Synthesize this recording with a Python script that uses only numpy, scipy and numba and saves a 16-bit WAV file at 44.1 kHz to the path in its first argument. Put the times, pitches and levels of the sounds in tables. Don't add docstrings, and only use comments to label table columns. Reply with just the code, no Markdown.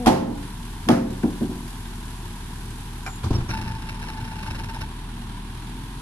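import sys
import numpy as np
from scipy import signal
from scipy.fft import rfft, irfft, next_fast_len
from scipy.io import wavfile
from scipy.ndimage import uniform_filter1d
from numba import njit

SR = 44100
rng = np.random.default_rng(int(sys.argv[2]) if len(sys.argv) > 2 else 0)


def master_out(mix):
    frames = np.transpose(np.atleast_2d(mix))
    ceiling = np.clip(frames, -1, 1)
    pcm = np.round(ceiling * 32767).astype(np.int16)
    wavfile.write(sys.argv[1], SR, pcm)


N = 265041
T = np.arange(N) / SR
AGE = np.arange(SR) / SR
SIDES = np.array([[1], [-1]])


def undb(db):
    return 10 ** (np.asarray(db) / 20)


def unit(x):
    return x / np.sqrt(np.mean(x ** 2))


def gains(colour, hz):
    at, db = np.transpose(colour)
    return undb(np.interp(np.log(hz + 1), np.log(at), db))


def freqs(size):
    return np.fft.rfftfreq(size, 1 / SR)


def noise(colour, size, alike_hz=1300):
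    padded = next_fast_len(size, True)
    hz = freqs(padded)
    alike = 1 / (1 + (hz / alike_hz) ** 2)
    white = rfft(rng.standard_normal((2, padded)))
    mid, side = white * np.sqrt([1 + alike, 1 - alike]) * gains(colour, hz)
    return unit(irfft([mid + side, mid - side], padded)[:, :size])


def wobble(per_s):
    step = int(SR / per_s)
    stairs = np.repeat(rng.standard_normal(N // step + 1), step)
    return unit(uniform_filter1d(stairs, step)[:N])


def ramp(start_s, length_s):
    return np.clip((T - start_s) / length_s, 0, 1)


def add(out, s, sound):
    start = int(s * SR)
    lo, hi = max(start, 0), min(start + sound.shape[-1], N)
    out[:, lo:hi] += sound[..., lo - start:hi - start]


def swells(table, rise_s, fade_s):
    out = np.zeros((1, N))
    for s, db, *_ in table:
        add(out, s, undb(db) * (1 - np.exp(-AGE / rise_s)) * np.exp(-AGE / fade_s))
    return out


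def puffs(cycles, width, floor, scatter_db, rise_s=0.0048):
    strength = undb(scatter_db * rng.standard_normal(N))[cycles.astype(int)]
    pulses = strength * np.exp(-(cycles % 1) / width)
    return unit(floor + uniform_filter1d(pulses, int(rise_s * SR) + 1))


def ring_tones(table, detune=0.0026, apart_hz=2400, travel_s=0.000538):
    out = 0
    for hz, db, t60 in table:
        travel, tune, apart = rng.standard_normal(3)
        phase = 2 * np.pi * hz * travel_s * travel + SIDES * apart * min(hz / apart_hz, 1)
        tone = np.sin(2 * np.pi * hz * (1 + detune * tune) * AGE + phase)
        out = out + undb(db - 60 * AGE / t60) * tone
    return out / np.sqrt(np.sum(undb(np.array(table)[:, 1]) ** 2) / 2)


def ring_wash(colour, low_t60, high_t60):
    spectrum, out = rfft(noise(colour, SR)), 0
    octave = np.clip(np.log2((freqs(SR) + 1) / 100), 0, 7)
    for k, t60 in enumerate(np.geomspace(low_t60, high_t60, 8)):
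        band = irfft(spectrum * np.maximum(1 - abs(octave - k), 0), SR)
        out = out + band * undb(-60 * AGE / t60)
    return out


def blows(table, ring, rise_s, burst, burst_s, order=1):
    out = np.zeros((2, N))
    shape = (1 - np.exp(-AGE / rise_s)) * (1 + burst * np.exp(-AGE / burst_s)) / (1 + burst / 2)
    for s, db, cutoff_hz in table:
        dulling = signal.butter(order, cutoff_hz, fs=SR)
        add(out, s, undb(db) * signal.lfilter(*dulling, ring() * shape))
    return out


# multiple of the firing rate, level/dB
EXHAUST_HUM = [(1, -36), (2, -58), (2.5, -49), (3, -44.5), (5, -52), (6, -49)]
# f/Hz, level/dB
RUMBLE_COLOUR = [(20, -5), (50, -8.5), (75, 6), (100, 0.5), (160, 2.5), (240, -3.5), (360, -6.5),
                 (470, -17), (700, -97)]
CLATTER_COLOUR = [(250, -8), (450, -23.5), (600, -15), (780, -5), (960, 3.5), (1230, -8), (1600, -4),
                  (2000, -10.5), (3500, -9), (5500, -18.5), (7500, -21.5), (10300, -16), (12000, -23.5),
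                  (15000, -68)]
HISS_COLOUR = [(1000, -32), (2500, -12), (4200, -2), (6500, -2.5), (8500, -2.5), (10300, 0.5),
               (12000, -2.5), (13500, -10.5), (15000, -26)]


def engine(idle_hz=39.89, sag_hz=0.6, speed_up_hz=3.85):
    bed_down = ramp(start_s=3.0, length_s=0.465)
    speed_up = ramp(start_s=5.45, length_s=0.358)
    firing_hz = idle_hz - sag_hz * bed_down + speed_up_hz * speed_up
    cycles = np.cumsum(firing_hz * (1 + 0.00632 * wobble(14))) / SR
    hum = 0
    for k, db in EXHAUST_HUM:
        level = undb(db + min(0.64 * k, 2.5) * wobble(7.4))
        hum = hum + level * np.sqrt(2) * np.sin(2 * np.pi * (k * cycles + rng.random()))
    rumble = noise(RUMBLE_COLOUR, N) * puffs(cycles, width=0.89, floor=0.91, scatter_db=0.5)
    clatter = noise(CLATTER_COLOUR, N) * puffs(cycles, width=0.57, floor=2.2, scatter_db=4.0)
    hiss = noise(HISS_COLOUR, N) * puffs(cycles, width=0.17, floor=1.3, scatter_db=4.5)
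    hiss_db = -49.5 - 8.5 * bed_down + 5 * speed_up + 0.5 * wobble(8)
    return hum + undb(-39) * rumble + undb(-43) * clatter + undb(hiss_db) * hiss


# t/s, f/Hz, level/dB, length/s
PIVOT_SQUEAKS = [(3.01, 7070, -47, .21), (3.342, 5420, -35, .032), (3.483, 5780, -32, .032)]


def squeaks():
    out = np.zeros((2, N))
    for s, hz, db, length_s in PIVOT_SQUEAKS:
        swell = signal.windows.tukey(int(length_s * SR), 0.6)
        pitch = hz * (1 + 0.016 * wobble(700)[:len(swell)])
        flicker = 1 + 0.4 * wobble(110)[:len(swell)]
        add(out, s, undb(db) * swell * flicker * np.sin(2 * np.pi * np.cumsum(pitch) / SR))
    return out


# multiple of the pitch, level/dB
GROAN_TONES = [(1, -26.5), (2, -34.5), (3, -38)]


def hinge(start_hz=249, sink_hz_per_s=280):
    pitch = (start_hz - sink_hz_per_s * T) * (1 + 0.021 * wobble(184))
    phase = 2 * np.pi * np.cumsum(pitch) / SR
    groan = sum(undb(db) * np.sin(k * phase + 2 * np.pi * rng.random()) for k, db in GROAN_TONES)
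    return groan * (1 - ramp(start_s=0.061, length_s=0.037))


# t/s, level/dB, cutoff f/Hz
LINK_CLANKS = [(1.232, -29, 1400), (3.063, -27, 6000), (3.075, -26.5, 2000), (3.235, -36.5, 4000),
               (3.407, -36, 5000), (3.492, -30, 5000)]
# f/Hz, level/dB, t60/s
LINK_TONES = [(770, -4, 0.18), (1389, -1, 0.12), (1561, 4, 0.036), (2355, 1.5, 0.07), (5550, -3, 0.04)]
# f/Hz, level/dB
SMALL_STEEL_COLOUR = [(200, -3), (650, 4.5), (1250, 8.5), (2300, -0.5), (3400, -5), (5600, -3.5),
                      (8000, -10), (11500, -2), (15000, -32)]


def links():
    def ring():
        tones = ring_tones(LINK_TONES, detune=0.006)
        return tones + undb(-3) * ring_wash(SMALL_STEEL_COLOUR, low_t60=0.11, high_t60=0.12)
    return blows(LINK_CLANKS, ring, rise_s=0.0003, burst=0.16, burst_s=0.0018)


# t/s, level/dB
JUDDER_FORCE = [(3.53, 10.5), (3.66, 6.5), (3.76, 0), (4.05, -2), (4.14, 2), (4.31, 3.5), (4.4, 7.5),
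                (4.68, 5), (4.8, 8)]


def judder(first_s=3.49, last_s=4.806, gap_s=0.035, extra_gap_s=0.028, count=50):
    gaps = gap_s + extra_gap_s * np.exp(-np.arange(count) / 3.6)
    times = last_s - np.cumsum(gaps) + gaps
    levels = np.interp(times, *np.transpose(JUDDER_FORCE)) + rng.standard_normal(count)
    return np.column_stack([times, levels])[times > first_s]


# f/Hz, level/dB
SHUDDER_COLOUR = [(40, -6), (90, 9), (160, 0), (280, -9.5), (600, -29.5), (1500, -69)]


def shudder(knocks, slips):
    after_knocks = undb(-16.5) * swells(knocks, rise_s=0.025, fade_s=0.081)
    after_slips = undb(-38.5) * swells(slips, rise_s=0.015, fade_s=0.045)
    return (after_knocks + after_slips) * noise(SHUDDER_COLOUR, N)


# f/Hz, level/dB
LOOSE_TONES = [(888, -1.5), (1730, -17.5)]
# t/s, level/dB
LOOSE_SQUEALS = [(3.524, -31), (3.546, -33), (3.58, -34), (3.662, -34.5), (3.695, -38), (3.741, -38),
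                 (4.082, -39), (4.17, -37.5), (4.31, -39), (4.373, -38.5), (4.459, -36), (4.594, -38.5),
                 (4.687, -32), (4.744, -33), (4.818, -38.5)]


def loose_steel(slips, sing_db=-34, lag_s=0.011, squeal_s=0.038):
    phase_per_hz = 2 * np.pi * np.cumsum(1 + 0.014 * wobble(250) + 0.004 * wobble(20)) / SR
    tone = sum(undb(db) * np.sin(hz * phase_per_hz) for hz, db in LOOSE_TONES)
    loudness = swells([(s + lag_s, sing_db) for s, _ in slips], rise_s=0.014, fade_s=0.022)
    for s, db in LOOSE_SQUEALS:
        add(loudness, s, undb(db) * signal.windows.tukey(int(squeal_s * SR), 0.8))
    return loudness * tone * (1 + 0.4 * wobble(280))


# t/s, level/dB
BED_JERKS = [(3.888, -35.5), (4.018, -35), (4.081, -37), (4.808, -44)]
# f/Hz, level/dB
RASP_COLOUR = [(500, -10.5), (1000, 11), (1600, 3), (2400, 4.5), (4600, -3), (7500, -12), (11000, -10),
               (15000, -57)]
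# f/Hz, level/dB, t60/s
RAIL_TONES = [(1520, 2.5, 0.015), (1720, 1, .016), (2800, 0, 0.009), (3780, 0, 0.011), (5000, 0, .007)]


def scraping(slips, slip_db=-41.5, ticks_per_s=1000, tick_s=0.0013):
    force = swells(np.vstack([slips + [0, slip_db], BED_JERKS]), rise_s=0.0045, fade_s=0.017)
    ticks = (rng.random(N) < ticks_per_s / SR) * rng.uniform(-1.02, 1, N)
    crack = noise(RASP_COLOUR, SR) * np.exp(-AGE / tick_s)
    rasp = unit(signal.fftconvolve(ticks[None], crack)[:, :N])
    rails = unit(signal.fftconvolve(ticks[None], ring_tones(RAIL_TONES))[:, :N])
    return force * undb(0.5) * (rasp + undb(-4) * rails)


# t/s, level/dB, cutoff f/Hz
BED_KNOCKS = [(.066, -12, 300), (3.238, -26, 2500), (3.262, -24.5, 400), (3.305, -15.5, 447),
              (3.328, -24, 1500), (3.348, -23, 600), (3.383, -21.5, 292), (3.49, -28, 900)]
# f/Hz, level/dB, t60/s
FRAME_TONES = [(77.4, 0, 0.14), (91, 12, 0.12), (211, 4.5, 0.28)]
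# f/Hz, level/dB
FRAME_COLOUR = [(35, -1), (85, 2), (130, 2.5), (200, -16), (330, -6.5), (560, -25), (950, -15), (2000, -28),
                (5000, -20.5), (12000, -30)]


def bed_landing():
    def ring():
        return ring_tones(FRAME_TONES) + undb(6) * ring_wash(FRAME_COLOUR, low_t60=0.38, high_t60=0.45)
    return blows(BED_KNOCKS, ring, rise_s=0.004, burst=3.0, burst_s=0.01)


# t/s, level/dB, cutoff f/Hz
LATCH_HITS = [(.06, -19, 12000), (.068, -6.5, 9000), (.101, -17, 13000), (.887, -14, 5530),
              (.902, -10, 4000), (.912, -22, 13000)]
# f/Hz, level/dB, t60/s
LATCH_TONES = [(1130, -1.5, 0.02), (3267, -6, 0.032)]


def latches():
    def ring():
        tones = ring_tones(LATCH_TONES, detune=0.012)
        return tones + undb(-1.5) * ring_wash(SMALL_STEEL_COLOUR, low_t60=0.36, high_t60=0.32)
    return blows(LATCH_HITS, ring, rise_s=0.00047, burst=0.27, burst_s=0.002)


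# f/Hz, level/dB, t60/s, swell time/s, left-right phase gap/rad
WALL_TONES = [(524, -10, 0.42, 0.018, 2.08), (662, -10.5, 0.36, 0.0041, 1.83),
              (758, -7.5, 0.22, 0.0035, 0.76), (847, -7.5, 0.22, 0.0024, 0.27), (896, -12, 0.31, .01, 0.94),
              (1060, -18, 0.35, 0.011, .8), (1294, -18.5, 0.2, .003, .8)]


def walls(slams):
    out, ring = np.zeros((2, N)), 0
    for hz, db, t60, swell_s, apart in WALL_TONES:
        phase = 2 * np.pi * (hz * AGE + rng.random()) + SIDES * apart / 2
        ring = ring + undb(db - 60 * AGE / t60) * (1 - np.exp(-AGE / swell_s)) * np.sin(phase)
    for s, db, cutoff_hz in slams:
        if db > 0:
            add(out, s, undb(db) * signal.lfilter(*signal.butter(2, cutoff_hz, fs=SR), ring))
    return out


# t/s, level/dB, cutoff f/Hz
GATE_SLAMS = [(.068, 10, 7400), (0.098, 0.5, 420), (.205, -8, 262), (0.276, -13, 343), (.868, -20.5, 390),
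              (0.891, 7, 490), (1.235, -9, 410), (1.41, -12, 377), (1.494, -18.5, 352)]
# f/Hz, level/dB, t60/s before the bed damps them
GATE_TONES = [(190, -5.5, 1), (236.3, 0, 0.7), (239.6, 6.5, 0.3), (286, 0, 0.69), (315, 2.5, 0.35),
              (366, -1, 0.51), (1493, 10.5, 0.018)]
# f/Hz, level/dB
GATE_COLOUR = [(50, -11.5), (130, -2), (240, 0.5), (370, -2.5), (580, -10), (830, -2.5), (1200, -13),
               (1520, -16), (2000, -18.5), (3500, -20), (7000, -25.5), (12000, -21), (15000, -68)]
# f/Hz, level/dB
GATE_LEFT_OVER_RIGHT = [(380, -0.5), (690, -10.5), (1280, 0), (4400, -2), (12000, -7)]


def tailgate(damping_db_per_s=20):
    def ring():
        tones = ring_tones(GATE_TONES, apart_hz=1400, travel_s=0.0005)
        wash = ring_wash(GATE_COLOUR, low_t60=0.75, high_t60=0.36)
        return (tones + undb(-6) * wash) * undb(-damping_db_per_s * AGE)
    booms = blows(GATE_SLAMS, ring, rise_s=0.004, burst=2.4, burst_s=0.018, order=2)
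    return lean(booms + walls(GATE_SLAMS), GATE_LEFT_OVER_RIGHT)


def lean(sound, left_over_right, left_lead_s=0):
    size = next_fast_len(N, True)
    hz = freqs(size)
    lead = np.exp(2j * np.pi * hz * left_lead_s)
    tilt = np.sqrt(gains(left_over_right, hz))
    return irfft(rfft(sound, size) * np.array([tilt * lead, 1 / tilt]), size)[:, :N]


def scene():
    slips = judder()
    truck = engine() + hinge() + tailgate() + latches() + bed_landing() + links()
    return truck + scraping(slips) + loose_steel(slips) + shudder(BED_KNOCKS, slips) + squeaks()


@njit
def follow(x, attack, release):
    out, level = np.empty(len(x)), 0.
    for i in range(len(x)):
        level += (x[i] - level) * (attack if x[i] > level else release)
        out[i] = level
    return out


# f/Hz, level/dB
MIC_LEFT_OVER_RIGHT = [(200, 0.27), (400, 2), (680, 6.5), (1200, 0), (2360, -3.5), (4350, -4), (8020, 5),
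                       (12000, 2.5)]


def record(dry, attack_s=0.00032, release_s=0.09, look_ahead_s=0.0015, threshold=0.3, top_hz=15000):
    heard = lean(dry, MIC_LEFT_OVER_RIGHT, left_lead_s=0.0001)
    loudness = follow(abs(heard).max(axis=0), 1 / (attack_s * SR), 1 / (release_s * SR))
    loudness = np.interp(T + look_ahead_s, T, loudness)
    gain = np.maximum(loudness / threshold, 1) ** -0.65
    limited = np.clip(heard * gain, -1, 1)
    return signal.sosfilt(signal.ellip(8, 0.2, 70, top_hz, fs=SR, output="sos"), limited)


dry = scene()
out = record(dry)
master_out(out)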